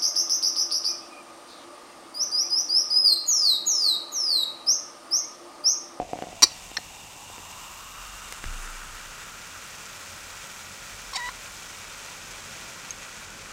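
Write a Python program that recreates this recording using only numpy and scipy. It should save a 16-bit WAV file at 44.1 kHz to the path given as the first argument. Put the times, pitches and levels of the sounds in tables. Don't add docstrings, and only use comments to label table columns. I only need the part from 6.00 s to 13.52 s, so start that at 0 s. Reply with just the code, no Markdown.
import sys
import numpy as np
from scipy import signal
from scipy.fft import rfft, irfft, next_fast_len
from scipy.io import wavfile
from scipy.ndimage import uniform_filter1d, map_coordinates

SR = 44100
rng = np.random.default_rng(int(sys.argv[2]) if len(sys.argv) > 2 else 0)


def transcribe(u):
    v = np.clip(np.atleast_2d(u).T, -1, 1)
    q = np.round(v * 32767).astype(np.int16)
    wavfile.write(sys.argv[1], SR, q)


def undo_db(level):
    steps = np.asarray(level, float) / 20
    return 10 ** steps


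N = 331781
T = np.arange(N) / SR


def unit(x):
    return x / np.sqrt(np.mean(np.abs(x) ** 2) + 1e-20)


def along(points, hz):
    point_hz, value = np.transpose(points)
    return np.interp(np.log(hz + 1), np.log(point_hz + 1), value)


def wobble(knots_per_s):
    knots = rng.standard_normal(int(N * knots_per_s / SR) + 4)
    return map_coordinates(knots, [T * knots_per_s])


def bell(t, middle_s, takes_s):
    return np.exp(-((t - middle_s) / takes_s) ** 2)


def swells(rows):
    return sum(db * bell(T, middle_s, half_s) for middle_s, half_s, db in rows)


def peak(f, hz, width_hz):
    damping = 1j * f * width_hz
    return damping / (hz * hz - f * f + damping)


def filtered(x, response):
    m = next_fast_len(N + SR // 2)
    return irfft(rfft(x, m) * response(np.fft.rfftfreq(m, 1 / SR)), m)[:N]


def add(out, start_s, sound):
    part = out[round(start_s * SR):][:len(sound)]
    part += sound[:len(part)]


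BUBBLE_HZ = [2500, 4500, 7500, 12500]


def bubbles():
    hiss = rng.standard_normal(N)
    for hz in BUBBLE_HZ:
        happens = rng.random(N) < 1500 / SR
        bursts = happens * rng.standard_normal(N) * undo_db(1.4 * rng.exponential(size=N))
        hiss = hiss + filtered(0.72 * unit(bursts), lambda f: peak(f, hz, 0.74 * hz))
    return hiss


# time_s, fizz_db, column_hz, column_over_fizz_db
POUR = [(0, -48, 686, 23.5), (.3, -45.5, 676, 15), (.6, -43, 740, 1.5), (1, -44, 825, 6),
        (1.5, -42.5, 970, 7.5), (2, -42.5, 1220, 8), (2.35, -41.5, 1340, 6.5), (2.7, -42.5, 1370, 9.5),
        (3.5, -42.5, 1390, 6.5), (4.5, -42, 1380, 4.5), (5.5, -41.5, 1430, 3), (6.7, -41, 1420, 3),
        (7.52, -42.5, 1400, 5)]
# pitch_hz, density_db_per_hz
THIN = [(150, -14), (400, -10.5), (1000, 2), (1900, -9), (3200, -7), (4400, -10), (6200, -6.5), (7800, -6),
        (9000, -12), (11000, -17), (13200, -16), (15500, -24)]
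DEEP = [(150, -23.5), (400, -5), (1000, 0.5), (1900, -9), (3200, -3.5), (4400, -7), (6500, -4.5),
        (7800, -7.5), (9000, -12.5), (11000, -14), (13200, -18), (15500, -21)]
# pitch_hz, width_hz, level_db
THIN_HOLLOWS = [(2350, 150, -4), (2780, 300, 4.5), (3650, 180, -1)]
DEEP_HOLLOWS = [(547, 57, 2.5), (1927, 143, 2.5), (2344, 380, 1), (2610, 370, -3.5)]


def foam_surface(f, t, depth):
    lean, lift = bell(t, 1.8, .35), bell(t, 2.62, .33)
    lifted = lift - lean
    tired_s = np.clip(t - 4.8, 0, None)
    sparkle_db = 3.5 - 8 * bell(t, 0, 0.46) + 2 * lean + 0.5 * lift - 2 * tired_s
    body_db = (1 - depth) * along(THIN, f) + depth * along(DEEP, f)
    surface = undo_db(body_db + sparkle_db * np.abs(peak(f, 15200, 5100)))

    def bump_at(hz, width_hz):
        return np.abs(peak(f, hz, width_hz)) ** 2

    crest_db = 1.47 * bump_at(6200 + 1300 * lift, 4200)
    edge_db = (0.8 + 1.5 * lifted) * bump_at(9300 + 600 * lift, 2700)
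    notch_db = (5.1 + 2 * lifted) * bump_at(11260 + 550 * lifted, 1640)
    return surface * undo_db(crest_db + edge_db - notch_db)


def foam():
    source = unit(bubbles()) * undo_db(.35 * wobble(9) + .5 * wobble(60))
    f, t, z = signal.stft(source, SR, nperseg=1024, noverlap=768)
    f = f[:, None] + 1
    time_s, *cols = np.transpose(POUR)
    fizz_db, column_hz, column_db = (np.interp(t, time_s, c) for c in cols)
    froth = np.exp(-t / 0.54)
    head = 0.97 / (1 + np.exp((2.6 - t) / 0.55))
    depth = np.clip(froth + head, 0, 1)
    core = np.abs(peak(f, column_hz, 100 + 0.13 * np.abs(column_hz - 720))) ** 4
    skirt = np.abs(peak(f, column_hz, .5 * column_hz)) ** 4
    column = core + undo_db(0.5) * skirt * np.clip(t / 1.3, 0, 1)
    power = foam_surface(f, t, depth) ** 2 + undo_db(column_db - 2) ** 2 * column
    for hollows, share in ((THIN_HOLLOWS, 1 - depth), (DEEP_HOLLOWS, depth)):
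        power = power + share * sum(undo_db(db) ** 2 * np.abs(peak(f, hz, w)) ** 4 for hz, w, db in hollows)
    patches = uniform_filter1d(rng.standard_normal(z.shape), size=14, axis=0)
    patches = uniform_filter1d(patches, size=9, axis=1)
    z = z * np.sqrt(power) * undo_db(fizz_db + 6.5 + 0.14 * unit(patches))
    return signal.istft(z, SR, nperseg=1024, noverlap=768)[1][:N]


# start_s, peak_db, thud_over_ring_db
SPLASH = [(0, -11.5, -5), (0.0165, -23.5, -6), (.0235, -24.5, -12), (.029, -31, 4), (.0495, -33, 4),
          (.073, -36, -3), (.0905, -31, -6), (.0995, -28, -9), (.1325, -13.5, -4), (0.1557, -24.5, -4),
          (.159, -28, -2), (.1728, -30, 7), (0.1885, -25, 5), (.2175, -35, -5), (.2228, -18, 5),
          (.2375, -24.5, 4), (.2435, -29, -10), (0.2695, -28.5, 4), (.2858, -30, 0), (0.3283, -31, 0),
          (0.331, -41, 2), (0.7152, -33, 9), (0.7843, -28.5, 1), (1.161, -44, 15), (1.3, -35, 5),
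          (1.381, -45, 23), (1.395, -41, 12)]
# pitch_hz, width_hz, level_db
EMPTY = [(310, 58, -5), (504, 190, -2.5), (584, 140, 1.5), (723, 50, 11.5), (800, 99, -16), (2900, 200, -7)]


def splashes():
    rings, thuds, slaps = np.zeros((3, N))
    for start_s, db, thud_db in SPLASH:
        add(rings, start_s, undo_db(db + 17.5) * np.hanning(57))
        add(thuds, start_s, undo_db(db + thud_db - 7.5) * np.hanning(41))
        add(slaps, start_s, undo_db(db + thud_db - 4) * np.hanning(13))
    air = filtered(rings, lambda f: sum(undo_db(db) * peak(f, hz, w) * w ** -.5 for hz, w, db in EMPTY))
    thud = filtered(thuds, lambda f: peak(f, 310, 550))
    slap = filtered(slaps, lambda f: peak(f, 1400, 1400))
    return air + thud + slap


def crackle(gain, modes, fill_db, blows=0):
    spikes = rng.standard_normal(N) * undo_db(2.6 * rng.standard_normal(N))

    def body(f):
        ringing = sum((-1) ** k * undo_db(db) * peak(f, hz, w) for k, (hz, w, db) in enumerate(modes))
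        return ringing + undo_db(fill_db) * peak(f, 2400, 5400)

    return filtered(blows + gain * spikes, body)


def snaps(steps, modes, fill_db, blow_db, crackle_db):
    gain, blows = np.zeros(N), np.zeros(N)
    for start_s, snap_db, after_db, t60_s in steps:
        add(blows, start_s, undo_db([snap_db + blow_db]))
        add(gain, start_s, undo_db(after_db + crackle_db - 60 * T[:SR // 10] / t60_s))
    return crackle(gain, modes, fill_db, blows)


# start_s, snap_db, crackle_db, crackle_t60_s
BUCKLE = [
    (.4222, -5, -13, .05),
    (.42921, 1, -8, .025),
    (.43358, -4, -11, .03),
    (.43709, -5, -10, .025),
    (.4428, -12, -20, .015),
    (.4688, -30, -38, .02),
]
CREASE = [
    (.7682, -19, -27, .012),
    (.7693, -26, -27, .012),
    (.7715, -21, -27, .008),
    (.7765, -38, -42, .03),
]
# pitch_hz, width_hz, level_db
CAN_BODY = [(338, 55, -12.5), (500, 74, -20.5), (1050, 84, -9), (1930, 230, -15), (2375, 17, -1.5),
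            (4450, 14, -4), (5020, 9.7, -13), (5830, 14, -19)]
CREASE_MODES = [(960, 190, -4.5), (1680, 190, 6), (1850, 250, 4), (2460, 120, -0.5), (3100, 300, -13),
                (3600, 200, -4), (4230, 110, 3.5), (5430, 140, -1), (5850, 91, 1.5), (6200, 170, -10),
                (7192, 200, -20)]
CAN_HZ = [3920, 4053, 4154, 4335, 4490, 4565, 4690, 4790, 5100, 5240, 5530, 5709, 5836, 5990, 6068, 6760,
          7160, 7870, 8512, 8960, 9900, 10189, 12970, 14400]
CAN_DB = [-7, -9, -6, -6.5, -6, 0.5, -7, -2.5, -9, -9, 0.5, 3.5, -13, -0.5, -6, -22, -9, -15, -13, -22, -19,
          -31, -30, -28]


def can_wall():
    wall = [(hz, 30 + 0.009 * hz, db) for hz, db in zip(CAN_HZ, CAN_DB)]
    buckle = snaps(BUCKLE, CAN_BODY + wall, fill_db=-23.5, blow_db=29.5, crackle_db=11.5)
    return buckle + snaps(CREASE, CREASE_MODES, fill_db=-30, blow_db=26.5, crackle_db=14.0)


def struck(modes, crack_db):
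    t = T[:SR // 10]
    ring = sum(undo_db(db - 60 * t / t60_s) * np.sin(2 * np.pi * hz * t) for hz, db, t60_s in modes)
    rattle = 0.12 * undo_db(-60 * t / 0.0013) * rng.standard_normal(len(t))
    snap = [-.7, -.5, .8, .7, -.3]
    return ring + undo_db(crack_db) * np.convolve((t == 0) + rattle, snap)[:len(t)]


# pitch_hz, level_db, t60_s
GLASS_FLOOR = [(1580, -16, .006), (2870, -9, 0.016)]
TAB = [(1770, -9, .005), (2150, -6, .007), (2700, -8, .004), (3300, -8, .004), (4000, -8, .004),
       (5000, -8, .004), (6200, -10, .004)]
TABLE_TOP = [(300, -4, 0.0075), (800, -10, 0.0068), (1540, 1.5, 0.0078), (2040, -4, 0.0092),
             (2700, -3, .006)]
DENT = [(1500, 0.2, .014), (1820, 0.2, .013)]
RIM = [(6430, 5.5, 0.024), (6150, -7, .012), (5600, -14, .008)]
# start_s, peak_db, crack_db, modes
CLICKS = [(0.133, -33, -3, GLASS_FLOOR), (.1886, -43, -9, GLASS_FLOOR), (0.224, -26.5, -9, GLASS_FLOOR),
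          (.7158, -28, -9, GLASS_FLOOR), (2.3246, -24, 4, TAB), (2.327, -31, -5, TAB),
          (2.4412, -24, -20, TABLE_TOP), (2.6748, -34, -8, DENT), (2.8182, -35, -8, DENT),
          (5.2895, -27.5, -20, DENT), (6.907, -26.5, -23, RIM)]


def clicks():
    out = np.zeros(N)
    for start_s, db, crack_db, modes in CLICKS:
        add(out, start_s, undo_db(db) * struck(modes, crack_db))
    return out


# start_s, slip_rate_hz, level_db, roughness_0_to_1
SQUEAK = [(5.133, 1061, -36, 0.4), (5.136, 1110, -45, 0.64), (5.1425, 1105, -49, 0.1),
          (5.149, 1050, -38.5, 0.5), (5.1559, 765, -41, 0.95), (5.17, 940, -43, .55),
          (5.1766, 1007, -40, 0.25), (5.1975, 957, -42.5, 0.1), (5.234, 974, -41.5, 0.1),
          (5.262, 983, -41.5, 0.3), (5.288, 1042, -40.5, 0.1)]
# pitch_hz, level_db
RUB = [(2300, -5), (2900, -5), (3900, -3), (4650, 4.5), (4850, -14), (5420, 7.5), (5800, -13), (6300, -12),
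       (7000, -12), (8400, -14), (10500, -28)]
# pitch_hz, width_hz, level_db
SCRAPE_MODES = [(2250, 220, -4), (3880, 120, 5), (4590, 87, 2), (5200, 150, -3), (5570, 120, 0.5),
                (6900, 560, -7), (8300, 390, -9)]


def squeak():
    grip_s, lets_go_s = 0.0022, 5.2965
    start_s, *cols = np.transpose(SQUEAK)
    slip = np.clip(np.searchsorted(start_s, T) - 1, 0, None)

    def melt(x):
        return uniform_filter1d(x, max(1, round(grip_s * SR)))

    on = melt(1.0 * ((T > start_s[0]) & (T < lets_go_s)))
    hz, first_db, rough = (melt(c[slip]) for c in cols)
    phase = 2 * np.pi * np.cumsum(hz * (1 + 0.00833 * wobble(250))) / SR
    first = undo_db(first_db + 6.0) * np.sin(phase)
    second = undo_db(-38 + 6.0) * np.abs(peak(2 * hz, 1930, 100)) * np.sin(2 * phase)
    upper = sum(undo_db(along(RUB, k * hz)) * np.sin(k * phase + k * k) for k in range(3, 12))
    tone = first + second + undo_db(-46.5 + 11.5 * rough) * upper
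    scrape = on * undo_db(-66 + 30 * rough + 18.5) * (1 + np.cos(phase))
    return on * tone * undo_db(1.3 * wobble(180)) + crackle(scrape, SCRAPE_MODES, fill_db=-23)


# pitch_hz, level_db, t60_s
TABLE = [(28.4, -28.5, 1.7), (68, -32, 0.32), (115, -36, 0.27)]


def bump():
    t = np.clip(T - 2.441, 0, None)
    onset = 1 - np.exp(-t / 0.012)
    return sum(undo_db(db - 60 * t / t60_s) * np.sin(2 * np.pi * hz * t) * onset for hz, db, t60_s in TABLE)


# pitch_hz, t60_s
ROOM = [(200, 0.23), (2000, 0.37), (5000, 0.31), (12000, 0.14)]


def walls(x):
    hz, t, z = signal.stft(rng.standard_normal(SR // 3), SR, nperseg=256)
    decay = undo_db(-60 * t / along(ROOM, hz)[:, None])
    tail = signal.istft(z * decay, SR, nperseg=256)[1]
    return signal.fftconvolve(np.pad(x, (300, 0)), tail / np.linalg.norm(tail))[:N]


# pitch_hz, density_db_per_hz
ROOM_TONE = [(11, -46), (18, -10), (38, 1.5), (60, -7.5), (92, -1.5), (118, -4.5), (192, -2.5), (271, -8.5),
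             (500, -11.5), (650, -15), (1100, -120)]
# middle_s, half_length_s, rise_db
RUMBLE = [(0, .08, 12), (.6, 0.27, 4.5), (2.3, 0.67, 6.5), (3.2, 0.36, 1.5), (5.2, 0.29, 5.5),
          (7.15, .2, 5)]
HUM = [(0, 0.81, 2), (2.5, 0.12, 3.1), (6.6, 0.89, 4.1), (7.4, 0.16, 3.5)]


def room_tone():
    def rumble_colour(f):
        return undo_db(along(ROOM_TONE, f)) * (1 + 1.5 * np.abs(peak(f, 43.0, 3.3))) * (f < 70)

    rumble = unit(filtered(rng.standard_normal(N), rumble_colour))
    hum = unit(filtered(rng.standard_normal(N), lambda f: undo_db(along(ROOM_TONE, f)) * (f >= 70)))
    rumble_db = -60.5 + swells(RUMBLE) + .6 * wobble(3)
    hum_db = -57 + swells(HUM) + .9 * wobble(4.4)
    return undo_db(rumble_db) * rumble + undo_db(hum_db) * hum


# middle_s, half_length_s, rise_db
DRONE = [(0, .08, 17), (.45, 0.081, 4.2), (1.05, 0.066, 10), (1.36, 0.16, 10.6), (2.5, .17, 8),
         (2.95, 0.072, 13), (3.6, 0.27, 6.3), (4.17, 0.23, 13.4), (4.69, 0.062, 16), (4.96, 0.047, 17),
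         (6.15, 0.34, 11.5)]


def drone():
    line = filtered(rng.standard_normal(N), lambda f: peak(f, 89.0, 8.4) ** 2)
    return undo_db(-69.5 + swells(DRONE)) * unit(line)


def scene():
    near = splashes() + can_wall() + clicks() + squeak()
    background = room_tone() + drone()
    return (near + undo_db(-22.5) * walls(near) + foam() + bump() + background)[None]


def low_pass(x):
    return signal.sosfilt(signal.butter(12, 15880, fs=SR, output="sos"), x)


def record(dry):
    clipped = np.clip(dry[0], -1, 1)
    mix = filtered(clipped, lambda f: f < 15820)[None]
    return low_pass(mix)


dry = scene()
out = record(dry)
transcribe(out)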